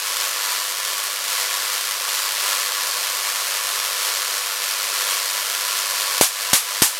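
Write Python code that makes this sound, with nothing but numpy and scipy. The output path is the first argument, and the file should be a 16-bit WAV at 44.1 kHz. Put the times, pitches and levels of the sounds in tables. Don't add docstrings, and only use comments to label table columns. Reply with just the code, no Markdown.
import sys
import numpy as np
from scipy import signal
from scipy.io import wavfile

SR = 44100
rng = np.random.default_rng(int(sys.argv[2]) if len(sys.argv) > 2 else 0)


def generate_wav(sig):
    pcm = np.round(np.clip(np.atleast_2d(sig).T, -1, 1) * 32767).astype(np.int16)
    wavfile.write(sys.argv[1], SR, pcm)


N = 308567
TIME = np.arange(N) / SR
RIPPLE_HZ, CREST_S = 100.02, .0015
DISCHARGES_PER_S = 400


def corona(bunching=1.25, spread_db=2.0, crackle_db=-2.0, fizz_db=-4.0, fizz_swing_db=2.0, fizz_hz=5000,
           wet_db=-6.0, teeth=16):
    angle = 2 * np.pi * RIPPLE_HZ * (TIME - CREST_S)
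    ripple = np.cos(angle) - .14 * np.sin(2 * angle)

    current = np.exp(bunching * ripple)
    charge = np.cumsum(current / current.mean()) * DISCHARGES_PER_S / SR
    total = int(charge[-1])
    due = np.arange(total) + rng.random(total)
    firings = np.bincount(np.searchsorted(charge, due), minlength=N)
    crackle = firings * gain_of(spread_db * rng.standard_normal(N))

    fizz_filter = signal.butter(1, fizz_hz, fs=SR, output="sos")
    fizz = signal.sosfilt(fizz_filter, rng.standard_normal(N))
    fizz = fizz * gain_of(fizz_swing_db * ripple)

    strength = corona_strength()
    crackle = strength * gain_of(crackle_db) * evened(crackle)
    fizz = strength * gain_of(fizz_db) * evened(fizz)

    tooth = rng.integers(0, teeth, N)
    room = np.zeros(N)
    for k in range(teeth):
        room += through(crackle * (tooth == k), reverberation(build_s=0.023))
    return snapping(near_surfaces(crackle) + fizz + gain_of(wet_db) * room)


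# (t/s, level/dB)
CORONA_LEVELS = [(0.0, -25.5), (0.26, -22.5), (0.31, -25.5), (0.45, -21.5), (0.6, -24.5), (1.22, -25),
                 (1.33, -22.5), (2.07, -25), (2.08, -22.5), (2.34, -23.5), (2.5, -21), (2.65, -23.5),
                 (3.95, -23.5), (4.09, -22.5), (4.57, -25), (5.14, -21.5), (5.33, -24), (6.19, -22.5)]


def corona_strength(wander_db=0.38, drained_db=-25, count=24):
    levels = list(CORONA_LEVELS) + [(SPARKS[0][0], drained_db)]
    db = np.interp(TIME, *np.transpose(levels))
    t = TIME[::256]
    wander = np.zeros(len(t))
    for hz in np.geomspace(2.5, 16, count):
        wander += np.sin(2 * np.pi * (hz * t + rng.random())) / np.sqrt(hz)
    return gain_of(db + wander_db * np.interp(TIME, t, evened(wander)))


STREAMERS_PER_S, STREAMER_DB, STREAMER_SPREAD_DB = 10, -2.5, 2.5
# (t/s, relative level/dB)
SET_STREAMERS = [(0.169, 1.5), (0.258, -8), (0.851, 0), (1.0396, 1), (1.7325, -1), (1.9105, -1),
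                 (2.0926, -0.5), (2.2306, -1), (2.3223, 0), (2.5113, -1), (2.771, -3), (3.1002, 0),
                 (3.6708, 0), (4.712, 0), (5.022, -0.5), (5.773, 0), (6.1822, 0.5)]


def streamers(level_db=1, wet_db=-8, thud_db=-13, thud_growth=2.9, thud_hz=170):
    snaps = np.zeros(N)
    crests = np.arange(CREST_S, SPARKS[0][0], 1 / RIPPLE_HZ)
    for s, (chance, size) in zip(crests, rng.random((len(crests), 2))):
        if chance < STREAMERS_PER_S / RIPPLE_HZ:
            db = STREAMER_DB + STREAMER_SPREAD_DB * (2 * size - 1)
            add(snaps, s, gain_of([db]))
    for s, db in SET_STREAMERS:
        add(snaps, s, gain_of([db]))

    room = through(snaps, reverberation(build_s=0.013))
    heard = near_surfaces(snaps) + gain_of(wet_db) * room
    thud_filter = signal.butter(1, thud_hz, fs=SR, output="sos")
    thuds = signal.sosfilt(thud_filter, snaps ** thud_growth)
    return gain_of(level_db) * snapping(heard) + gain_of(thud_db) * thuds


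# (f/Hz, level/dB)
SPARK_COLOUR = [(40, -40), (200, -21), (500, -6.5), (1000, 2), (2500, 1.5), (4500, 3), (8000, 4),
                (12000, 3.5), (16000, -5.5)]
# (t/s, crack level/dB, pressure wave level/dB, wave f/Hz, wave length/cycles, relative room level/dB)
SPARKS = [(6.2111, 7.5, 5, 527, 0.82, -7.5), (6.5320, 0, -16.5, 203, 0.77, -8.5),
          (6.82, 1.5, -7.5, 252, 0.75, -6.5)]


def sparks(crack_s=0.0011, room_db=36):
    out, t, colour = np.zeros(N), TIME[:SR // 2], click(SPARK_COLOUR)
    for s, crack_db, wave_db, hz, cycles, splash_db in SPARKS:
        crack = gain_of(crack_db) * rng.standard_normal(len(t)) * np.exp(-t / crack_s)
        splash = gain_of(room_db + splash_db) * reverberation(build_s=0.0074)[:len(t)]
        wave = np.sin(2 * np.pi * hz * t) * (hz * t < cycles)
        add(out, s, through(crack + splash, colour) + gain_of(wave_db) * wave)
    return out


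# (multiple of the ripple, level at the first spark/dB)
HUM_PARTIALS = [(1, -86.5), (2, -73), (5, -54), (6, -53), (7, -53), (10, -45)]


def supply(rumble_db=-88, rumble_hz=180, swell_db_per_s=1.3):
    hum = np.zeros(N)
    for multiple, db in HUM_PARTIALS:
        hum += gain_of(db) * evened(np.sin(2 * np.pi * multiple * RIPPLE_HZ * TIME))
    swell = gain_of(swell_db_per_s * np.minimum(TIME - SPARKS[0][0], 0))
    rumble_filter = signal.butter(2, rumble_hz, fs=SR, output="sos")
    rumble = signal.sosfilt(rumble_filter, rng.standard_normal(N))
    return swell * hum + gain_of(rumble_db) * evened(rumble)


# (f/Hz, level/dB)
DISCHARGE_COLOUR = [(40, -50), (150, -38), (300, -24), (500, -9), (800, -9.5), (1050, -1.5), (2000, -2.5),
                    (3700, -1), (4500, 1), (6500, -1), (9800, -2), (12000, -1), (14000, -1.5),
                    (16000, -5.5)]
# (f/Hz, width/Hz, level/dB)
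BENCH_MODES = [(245, 28, 7), (295, 20, 3), (400, 30, 6), (503, 25, 6), (575, 45, 4), (706, 20, 3.5),
               (820, 30, -5), (877, 20, 7.5), (925, 25, -4), (992, 26, 8), (1121, 30, 6), (1277, 26, 3),
               (1383, 34, 4), (1647, 28, 2), (1745, 60, 3), (2008, 45, 3.5), (2251, 40, 2.5),
               (2688, 28, 2.5), (3011, 32, 2.5), (3159, 60, 2), (3274, 38, 2), (4188, 30, 2)]


def snapping(x, turn=0.81):
    coloured = through(x, click(DISCHARGE_COLOUR, BENCH_MODES))
    return signal.lfilter([-turn, 1], [1, -turn], coloured)


# (delay t/s, gain)
SURFACES = [(.00168, 0.15), (.0028, 0.22), (.0035, 0.21)]


def near_surfaces(x):
    out = x.copy()
    for delay, gain in SURFACES:
        add(out, delay, gain * x)
    return out


# (f/Hz, time to fall 60 dB t/s)
ROOM_DECAY = [(200, 0.15), (1000, 0.18), (4000, .2), (9000, 0.21), (16000, 0.23)]


def reverberation(build_s, size=256):
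    hz, t, bands = signal.stft(rng.standard_normal(SR // 2), SR, nperseg=size)
    decay = gain_of(-60 * t / read(ROOM_DECAY, hz)[:, None])
    tail = signal.istft(bands * decay, SR, nperseg=size)[1]
    tail *= 1 - np.exp(-TIME[:len(tail)] / build_s)
    return tail / np.linalg.norm(tail)


def click(colour, modes=(), size=8192):
    hz = abs(np.fft.fftfreq(size, 1 / SR))
    db = read(colour, hz)
    for f, width, lift in modes:
        db = db + lift / (1 + (2 * (hz - f) / width) ** 2)
    spectrum = np.exp(np.conj(signal.hilbert(np.log(gain_of(db)))))
    pulse = np.fft.ifft(spectrum).real[:size // 2]
    return pulse / np.linalg.norm(pulse)


def gain_of(db):
    return 10 ** (np.asarray(db) / 20)


def evened(x):
    return x / np.sqrt(np.mean(x ** 2) + 1e-20)


def read(points, hz):
    f, value = np.transpose(points)
    return np.interp(np.log(hz + 1), np.log(f + 1), value)


def add(mix, s, sound):
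    part = mix[round(s * SR):][:len(sound)]
    part += sound[:len(part)]


def through(x, response):
    return signal.oaconvolve(x, response)[:len(x)]


def scene():
    return (corona() + streamers() + sparks() + supply())[None]


def record(dry, threshold_db=-13, recovery_db_per_s=42, squeeze=1.0, sense_s=0.0029,
           bass_hz=55, treble_hz=13000, edge_hz=16150):
    saturated = dry / (1 + (dry[0] / .95) ** 6) ** (1 / 6)
    passband = signal.butter(2, [bass_hz, treble_hz], "band", fs=SR, output="sos")
    voiced = signal.sosfilt(passband, saturated)

    r = np.exp(-1 / (sense_s * SR))
    power = signal.lfilter([1 - r], [1, -r], voiced[0] ** 2)
    power_db = 10 * np.log10(power + 1e-12)
    fall_db = TIME * recovery_db_per_s
    held_db = np.maximum.accumulate(power_db + fall_db) - fall_db
    over_db = np.maximum(held_db - threshold_db, 0)
    cut_db = squeeze * signal.lfilter([1 - r], [1, -r], over_db)
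    ducked = voiced / gain_of(cut_db)

    low_pass = signal.firwin(401, edge_hz, window=("kaiser", 9), fs=SR)
    return signal.oaconvolve(np.clip(ducked, -1, 1), low_pass[None], "same")


dry = scene()
out = record(dry)
generate_wav(out)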